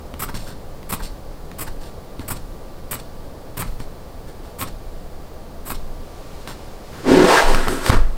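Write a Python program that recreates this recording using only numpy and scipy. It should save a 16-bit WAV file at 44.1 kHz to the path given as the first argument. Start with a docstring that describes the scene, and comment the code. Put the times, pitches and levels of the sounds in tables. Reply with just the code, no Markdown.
"""A table in a quiet, humming room, the microphone close to a stack of eight paper-wrapped notebooks.
A pencil ticks them off: each tick is two quick legs of graphite hissing over paper, with light taps
and finger brushes between ticks. Then a hand tips the stack over: its edges judder on the table,
the covers scrape across each other, the notebooks flop down and the table shakes."""
import sys
import numpy as np
from scipy import signal
from scipy.fft import rfft, irfft
from scipy.io import wavfile
from scipy.ndimage import uniform_filter1d

SR = 44100
rng = np.random.default_rng(int(sys.argv[2]) if len(sys.argv) > 2 else 0)


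def store_pcm(level_fs):
    """Save levels as 16-bit WAV."""
    pcm = np.round(np.clip(level_fs, -1, 1) * 32767).astype(np.int16)
    wavfile.write(sys.argv[1], SR, np.atleast_2d(pcm).T)


N = 360289
TIME = np.arange(N) / SR

# One pencil tick a notebook, a leg down and a leg up: turn_s, down_s, rest_s (below 0 the legs overlap),
# up_s, down_hiss_db, up_hiss_db, body_db, down_crest (place of top speed, 0-1)
TICKS = [(0.2147, 0.023, 0.0016, 0.038, -28, -25.5, -28.5, 0.77),
         (0.917, 0.026, 0.0031, 0.038, -27.5, -24, -28.5, 0.67),
         (1.604, 0.021, 0.000032, 0.036, -30, -27, -31, .55),
         (2.299, .021, .003, 0.035, -27.5, -25.5, -29.5, .6),
         (2.936, 0.026, -0.0019, 0.022, -24, -27.5, -30.5, 0.13),
         (3.5865, .018, 0.0029, 0.043, -28.5, -27, -25, 0.77),
         (4.618, .034, -0.0024, 0.026, -28.5, -28.5, -28, 1),
         (5.6925, .041, -0.00014, 0.042, -33, -29.5, -32.5, 0.91)]


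def amp(db):
    """Decibels to gain."""
    return 10 ** (np.asarray(db) / 20)


def unit(x):
    """Scales to rms 1."""
    return x / np.sqrt(np.mean(x ** 2) + 1e-20)


def steady(x, size=1300):
    """Holds the short-term rms at 1, leaving the fine grain."""
    return x / np.sqrt(abs(uniform_filter1d(x ** 2, size)) + 1e-12)


def read(points, hz):
    """Reads a table on a log-frequency axis."""
    f, value = np.transpose(points)
    return np.interp(np.log(hz + 1), np.log(f), value)


def add(mix, s, sound):
    """Mixes a sound in at time s."""
    part = mix[max(round(s * SR), 0):][:len(sound)]
    part += sound[:len(part)]


def impulse(spectrum, size=4096):
    """The causal click that has this spectrum."""
    log_gain = np.log(amp(read(spectrum, abs(np.fft.fftfreq(size, 1 / SR)))))
    return np.fft.ifft(np.exp(np.conj(signal.hilbert(log_gain)))).real[:size // 2]


def colour(x, spectrum):
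    """Filters x by a spectrum, to rms 1."""
    return unit(signal.oaconvolve(x, impulse(spectrum))[:N])


def noise(spectrum):
    """Smooth noise of rms 1, shaped by rows of freq_hz, level_db."""
    gain = amp(read(spectrum, np.fft.rfftfreq(N, 1 / SR)))
    return unit(irfft(rfft(rng.standard_normal(N)) * gain, N))


def drift(size):
    """A random wander of rms 1, smoothed over size samples."""
    return unit(uniform_filter1d(uniform_filter1d(rng.standard_normal(N), size), size))


def grains(per_s, spread_db):
    """Fibres letting go: random clicks of uneven size."""
    sizes = amp(spread_db * np.minimum(rng.exponential(1, N), 4))
    return sizes * rng.choice([-1, 1], N) * (rng.random(N) < per_s / SR)


def ring(modes, detune, size=6000):
    """Dying modes with a peak of 1, detuned as each blow lands on a slightly different spot."""
    t = np.arange(size) / SR
    out = np.zeros(size)
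    for hz, db, t60 in modes:
        pitch_hz = hz * (1 + detune * rng.uniform(-1, 1))
        out += amp(db - 60 * t / t60) * np.sin(2 * np.pi * pitch_hz * t)
    return out / abs(out).max()


def ringing(x, modes):
    """Rings a set of modes with the drive x, to rms 1."""
    return unit(signal.oaconvolve(x, ring(modes, detune=0))[:N])


def strokes(rows, hiss, body, fullness):
    """Each stroke peaks in speed at its crest (0-1) and stops; friction noise follows the speed."""
    out = np.zeros(N)
    for start, end, hiss_db, body_db, crest in rows:
        at = np.arange(round(start * SR), round(end * SR))
        fastest = at[0] + np.clip(crest, .05, .95) * len(at)
        progress = np.interp(at, [at[0], fastest, at[-1]], [0, .5, 1])
        speed = abs(np.sin(np.pi * progress)) ** fullness
        out[at] += speed * (amp(hiss_db) * hiss[at] + amp(body_db) * body[at])
    return out


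def room_tone(air_db=-33.0, waver_db=1.0, waver_hz=5):
    """Ventilation noise and faint, wavering electrical tones behind the table."""
    # Ventilation spectrum: freq_hz, level_db
    air = [(12, -2.5), (20, 4.5), (32, -4.5), (50, -11.5), (76, -9), (98, -17.5), (135, -14.5), (220, -19),
           (370, -20.5), (520, -18), (800, -24.5), (1400, -34), (2600, -42), (3700, -41.5), (4600, -40),
           (5900, -45.5), (16000, -49.5)]
    # Electrical tones: pitch_hz, level_db
    whine = [(1163, -58.5), (14896, -63.5)]
    tones = np.zeros(N)
    for hz, db in whine:
        gain = amp(db + waver_db * drift(size=3000))
        phase = 2 * np.pi * np.cumsum(hz + waver_hz * drift(size=700)) / SR
        tones += gain * np.sqrt(2) * np.sin(phase)
    return amp(air_db) * noise(air) + tones


def knocks(rows, crumple_db=6.0, crumple_s=0.0011):
    """A sharp click with a brief crumple, a pop of the wrapper and a thud of the paper block."""
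    # Contact click: freq_hz, level_db
    click_spectrum = [(200, 1), (1100, 2), (1900, 1.5), (2900, -3.5), (4000, -4.5), (6500, -15.5),
                      (9000, -15.5), (16000, -19)]
    # Modes of the wrapper and of the paper block: pitch_hz, level_db, t60_s
    pop_modes = [(880, -10, 0.043), (1096, 2.5, 0.015), (1327, 3, 0.016), (1680, -10, 0.017),
                 (2190, -8, 0.017)]
    thud_modes = [(106, -7.5, 0.19), (251, 2, 0.029), (337, -28, 0.016), (487, -15, 0.023)]
    click = impulse(click_spectrum)
    click /= abs(click).max()
    decay = np.exp(-TIME[:len(click)] / crumple_s)
    out = np.zeros(N)
    for s, click_db, pop_db, thud_db in rows:
        fibres = rng.standard_normal(len(click)) * (1 - decay) * decay
        crumple = signal.fftconvolve(click, fibres / np.linalg.norm(fibres))[:len(click)]
        add(out, s, amp(click_db) * (click + amp(crumple_db) * crumple))
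        add(out, s, amp(pop_db) * ring(pop_modes, detune=0.048))
        add(out, s, amp(thud_db) * ring(thud_modes, detune=0.25))
    return out


def taps(pop_below_click_db=7):
    """The tip or a finger lands lightly on the stack."""
    # Landings: start_s, click_db, thud_db
    landings = [(0.1399, -26.5, -22.5), (0.289, -26, -37), (0.3429, -26, -20.5), (.8295, -31, -31),
                (1.515, -28, -28), (2.1946, -25, -17.5), (3.298, -47, -45), (3.802, -27, -21.5),
                (6.4746, -20, -39)]
    return knocks([(s, db, db - pop_below_click_db, thud_db) for s, db, thud_db in landings])


def pencil(snag_db=1.0, down_body_db=-4.5, up_crest=0.23):
    """Graphite hisses over the fibres; the tip catches unevenly and drums on the wrapper."""
    # Spectra of the graphite's hiss and the paper's drumming: freq_hz, level_db
    graphite = [(500, -8), (2400, -4), (4000, -15), (5200, -8), (6100, -18), (7300, -7), (8100, 1.5),
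                (8900, -3), (9800, -6), (12500, -0.5), (15500, -4), (17000, -5)]
    paper = [(40, -12.5), (120, 5.5), (300, -2.5), (620, -8.5), (850, -12), (1120, 2), (1550, -14),
             (2300, -17), (2800, -19.5), (3200, -16.5), (6000, -23), (14000, -33)]
    catch_db = snag_db * drift(size=110)
    hiss = steady(colour(grains(per_s=18000, spread_db=1.0), graphite), size=400)
    hiss *= unit(amp(.5 * catch_db))
    body = steady(colour(grains(per_s=6000, spread_db=2.5), paper), size=500)
    body *= unit(amp(catch_db))
    legs = []
    for turn, down_s, rest_s, up_s, down_db, up_db, body_db, down_crest in TICKS:
        legs.append((turn - down_s, turn - rest_s / 2, down_db, body_db + down_body_db, down_crest))
        legs.append((turn + rest_s / 2, turn + up_s, up_db, body_db, up_crest))
    return strokes(legs, hiss, body, fullness=0.68)


def snags(snag_thud_db=-38, drop_thud_db=-24):
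    """In mid tick the tip snags on a wrapper's edge, then drops off: a softer click, a harder thud."""
    # Catches on an edge: start_s, click_db, pop_db, drop_after_s
    catches = [(.225, -28, -14.5, 0.012), (0.9267, -20, -12, 0.011), (2.3087, -29, -16.5, 0.01),
               (2.9306, -20, -24, 0.024), (3.622, -19, -20, .006), (4.6136, -16, -18, .011),
               (5.704, -19.5, -17, 0.016)]
    rows = []
    for s, click_db, pop_db, drop_after_s in catches:
        rows.append((s, click_db, pop_db, snag_thud_db))
        rows.append((s + drop_after_s, click_db - 2.5, pop_db - 2, drop_thud_db))
    return knocks(rows)


def table(sway_db=-27, settle_s=0.071, full_leg_s=0.037):
    """The table sways after each tick, more for a long up leg, and rocks when the stack falls."""
    # Rumble of the table under the hands: freq_hz, level_db
    sway = [(6, -49), (13, 4), (20, 2.5), (38, -4.5), (70, -30), (110, -43), (300, -60)]
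    # Rocking under the stack: start_s, level_db, pitch_hz, t60_s, rise_s
    shakes = [(7.435, 2, 17.7, 0.84, 0.054), (7.8958, 4.5, 96, 0.036, 0.0013), (7.939, 4, 17.4, 0.53, 0.04),
              (7.958, -3.5, 41.6, 0.42, 0.035)]
    push = np.zeros(N)
    for turn, _, _, up_s, *_ in TICKS:
        age = np.maximum(TIME - turn - up_s, 0) / settle_s
        push += (up_s / full_leg_s) ** 2 * age * np.exp(1 - age)
    out = amp(sway_db) * push * steady(noise(sway), size=6000)
    t = TIME[:SR]
    for s, db, hz, t60, rise in shakes:
        envelope = amp(db - 60 * t / t60) * (1 - np.exp(-t / rise))
        add(out, s, envelope * np.sin(2 * np.pi * hz * t))
    return out


def fingers(wrapper_db=3, brush_crest=0.15, flick_s=0.025, flick_crest=0.6):
    """Soft rubs of the fingers rustle and ring the wrappers."""
    # Fingers shifting: start_s, length_s, rustle_db, body_db
    brushes = [(0.343, 0.04, -35.5, -37.5), (0.368, 0.12, -45, -52), (0.464, 0.073, -43, -41),
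               (1.021, 0.062, -37, -47), (1.805, 0.11, -47, -49), (2.203, 0.039, -48, -40.5),
               (3.793, 0.057, -47, -49), (4.272, .055, -51, -46), (4.43, 0.11, -55, -49),
               (6.472, 0.069, -40.5, -36.5), (6.917, 0.14, -57, -40)]
    # A short flick after every tick: start_s, rustle_db, body_db
    flicks = [(.282, -42.5, -30), (0.992, -48, -33.5), (1.666, -41, -32), (2.355, -42, -48),
              (2.985, -41.5, -40.5), (3.662, -48, -44), (4.668, -40.5, -41.5), (5.74, -40.5, -47)]
    # Spectra of a brushed wrapper's rustle and hollow body: freq_hz, level_db
    rustle_spectrum = [(400, 1), (2200, -37), (2900, 8), (4500, 7.5), (6500, 5), (8200, 6), (10500, -6),
                       (14000, 6), (17000, -45)]
    hollow = [(40, 0), (130, 8.5), (300, 3), (480, -1), (680, -12), (950, 5.5), (1180, -5.5), (1380, 1.5),
              (1700, 0.5), (2150, -10.5), (2700, -17), (6000, -37), (14000, -20)]
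    # Crisp wrapper modes: pitch_hz, level_db, t60_s
    wrapper_modes = [(2830, -0.5, 0.013), (3540, 1, 0.009), (4050, 7, 0.0036), (4440, 6, 0.011),
                     (5300, 10.5, 0.0045), (7430, 2, 0.013), (8700, 10.5, 0.0046)]
    rustle = colour(grains(per_s=11000, spread_db=3.0), rustle_spectrum)
    crinkle = ringing(grains(per_s=3000, spread_db=4.5), wrapper_modes)
    body = steady(colour(grains(per_s=5000, spread_db=1.5), hollow), size=700)
    rubs = [(s, s + length_s, *levels, brush_crest) for s, length_s, *levels in brushes]
    rubs += [(s, s + flick_s, *levels, flick_crest) for s, *levels in flicks]
    return strokes(rubs, steady(rustle + amp(wrapper_db) * crinkle), body, fullness=0.72)


def sleeve():
    """Cloth hushes as a sleeve draws back, just before the stack goes over."""
    # Swell of the cloth: time_s, level_db
    swell = [(5.7, -66), (6.1, -49.5), (6.4, -45.5), (6.6, -46.5), (6.8, -49.5), (7.05, -39)]
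    cloth = noise([(300, 9), (1500, -2.0), (5000, -5.5), (9000, -11.5), (16000, -25)])
    return amp(np.interp(TIME, *np.transpose(swell), left=-120, right=-120)) * cloth


def judder(slips_per_s=160, jitter=.25, uneven_db=5.5, burst_s=0.0081):
    """The bottom edges stick and slip, ringing stack and table top; returns groan and slip bursts."""
    # Modes rung by each slip: pitch_hz, level_db, t60_s
    modes = [(202, -8.5, 0.078), (266, -1.5, 0.086), (309, -3, 0.063), (371.6, -1, 0.074), (425, -14, 0.06),
             (560, -25, 0.022)]
    # Response of the table top: freq_hz, level_db
    table_top = [(60, -3.5), (140, -8), (205, -8), (300, 1.5), (380, 0.5), (550, -3.5), (800, -7.5),
                 (3000, 0)]
    slip_count = np.cumsum(slips_per_s * np.exp(jitter * drift(size=200))) / SR
    slips = np.diff(np.floor(slip_count), prepend=0) * amp(uneven_db * rng.standard_normal(N))
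    groan = steady(colour(ringing(slips, modes), table_top), size=1200)
    bursts = unit(signal.lfilter([1], [1, -np.exp(-1 / (burst_s * SR))], slips))
    return groan, bursts


def cover_scrape(grip, cover_db=-3, hollow_db=-3, hollow_width_hz=340):
    """Covers scrape across each other, through a resonance that follows the lean of the stack."""
    # Rubbed board: freq_hz, level_db
    board = [(120, -36), (230, -29), (350, -4), (550, 2.5), (900, 3), (1300, -1.5), (1650, 6), (2100, -2),
             (3000, -9.5), (6000, -44)]
    # Cover modes: pitch_hz, level_db, t60_s
    cover_modes = [(525, 6.5, 0.034), (689, 1.5, 0.038), (806, -23, 0.13), (955, -1.5, 0.031),
                   (1144, 5.5, 0.017), (1324, -0.5, 0.041), (1455, 1.5, 0.021), (1660, -9, 0.019),
                   (2070, -10, 0.045)]
    # The covers ring higher as the stack leans, and again as it settles: time_s, pitch_hz
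    lean = [(7.05, 418), (7.24, 487), (7.35, 910), (7.378, 1690), (7.405, 1630), (7.425, 800), (7.52, 835),
            (7.58, 1500), (8.1, 1216)]
    rub = colour(grip * grains(per_s=7600, spread_db=0.5), board)
    rub = rub + amp(cover_db) * ringing(rub, cover_modes)
    # shift the moving pitch to zero, smooth, shift back
    carrier = np.exp(2j * np.pi * np.cumsum(np.interp(TIME, *np.transpose(lean))) / SR)
    pole = np.exp(-np.pi * hollow_width_hz / SR)
    hollow = steady((carrier * signal.lfilter([1 - pole], [1, -pole], rub / carrier)).real)
    return steady(rub + amp(hollow_db) * hollow)


def slide_gains(rise_power=1.54, judder_power=1.33, hiss_power=1.1):
    """Gains of judder, scrape, hiss and glide: each slide gathers speed, holds it and dies away."""
    # Shove, topple, two slips, last skid, settling:
    # start_s, rise_s, hold_s, speed_fall_db_per_s, judder_db, scrape_db, hiss_db, glide_db
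    slides = [(7.022, 0.083, 0.14, 250, -10, -17.5, -28.5, -51),
              (7.192, .11, 0.084, 108, -28.5, -12, -22.5, -34),
              (7.451, 0.03, .035, 39, -25, -23, -31.5, -38),
              (7.664, 0.031, 0.037, 98.5, -25, -33, -38, -36.5),
              (7.785, 0.1, 0.012, 1200, -26.5, -23.5, -27.5, -30.5),
              (7.893, 0.029, 0.014, 207, -22.5, -20, -32, -43)]
    power = np.zeros((4, N))
    for start, rise, hold, fall, *levels_db in slides:
        age = TIME - start
        speed = np.clip(age / rise, 0, 1) ** rise_power * amp(-fall * np.maximum(age - rise - hold, 0))
        airy = speed ** hiss_power
        power += np.square(amp(levels_db)[:, None] * [speed ** judder_power, speed, airy, airy])
    return np.sqrt(power)


def tipping_stack(chop=0.37):
    """The stack slides over; the slips of its edges chop the scrape of covers and the hiss of paper."""
    # Sliding paper: freq_hz, level_db
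    paper = [(900, -32), (1800, -8), (2500, 0), (3300, 1), (5000, 0), (6500, -6.5), (8500, -6.5),
             (10500, -17), (13000, -16.5), (16000, -25)]
    groan, bursts = judder()
    grip = 1 + chop * (bursts - 1)
    scrape = cover_scrape(grip)
    hiss = steady(colour(grip * grains(per_s=10000, spread_db=-1.5), paper))
    # wrappers gliding loosely over each other give a finer, brighter hiss
    glide = noise([(3000, -28), (7000, -6), (8300, 1), (10500, -8), (13000, -9), (16000, -20)])
    return (slide_gains() * [groan, scrape, hiss, glide]).sum(axis=0)


def flops():
    """Notebooks snap past each other and land on the table."""
    # Snaps and landings: start_s, click_db, pop_db, thud_db
    landings = [(7.370, -11, -15, -33), (7.5468, -8, -10, -15), (7.674, -24, -10, -41),
                (7.683, -8, -7, -16), (7.863, -6, -18, -19.5), (7.901, -7, -2, -12),
                (7.928, -23, -17, -8.5), (7.944, -19, -20, -13)]
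    return knocks(landings, crumple_db=4.5, crumple_s=0.0015)


def room(x, size=22050, echoes_per_s=3000, gap_s=.004):
    """A small room: sparse reflections, the top treble dying first."""
    # Decay of the room: freq_hz, t60_s
    decay = [(150, 0.67), (600, 0.19), (2000, 0.23), (5000, 0.36), (8500, 0.2), (15000, 0.074)]
    echoes = rng.choice([-1, 1], size) * (rng.random(size) < echoes_per_s / SR) * (TIME[:size] > gap_s)
    hz, t, bands = signal.stft(echoes, SR, nperseg=256)
    bands = bands * amp(-60 * t / read(decay, hz)[:, None])
    _, tail = signal.istft(bands, SR, nperseg=256)
    return signal.oaconvolve(x, tail / np.linalg.norm(tail))[:N]


def scene():
    """The table top heard from close by, in mono, with the room well behind it."""
    writing = pencil() + fingers() + sleeve() + taps() + snags()
    tipping = tipping_stack() + flops()
    reflections = room(amp(-10.0) * writing + amp(-15.5) * tipping)
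    return (writing + tipping + reflections + table() + room_tone())[None]


def record(dry, edge_hz=15900):
    """The microphone signal clips at full scale, then loses its highest treble."""
    low_pass = signal.firwin(511, edge_hz, window=("kaiser", 9), fs=SR)
    return signal.oaconvolve(np.clip(dry, -1, 1), low_pass[None], "same")


dry = scene()
out = record(dry)
store_pcm(out)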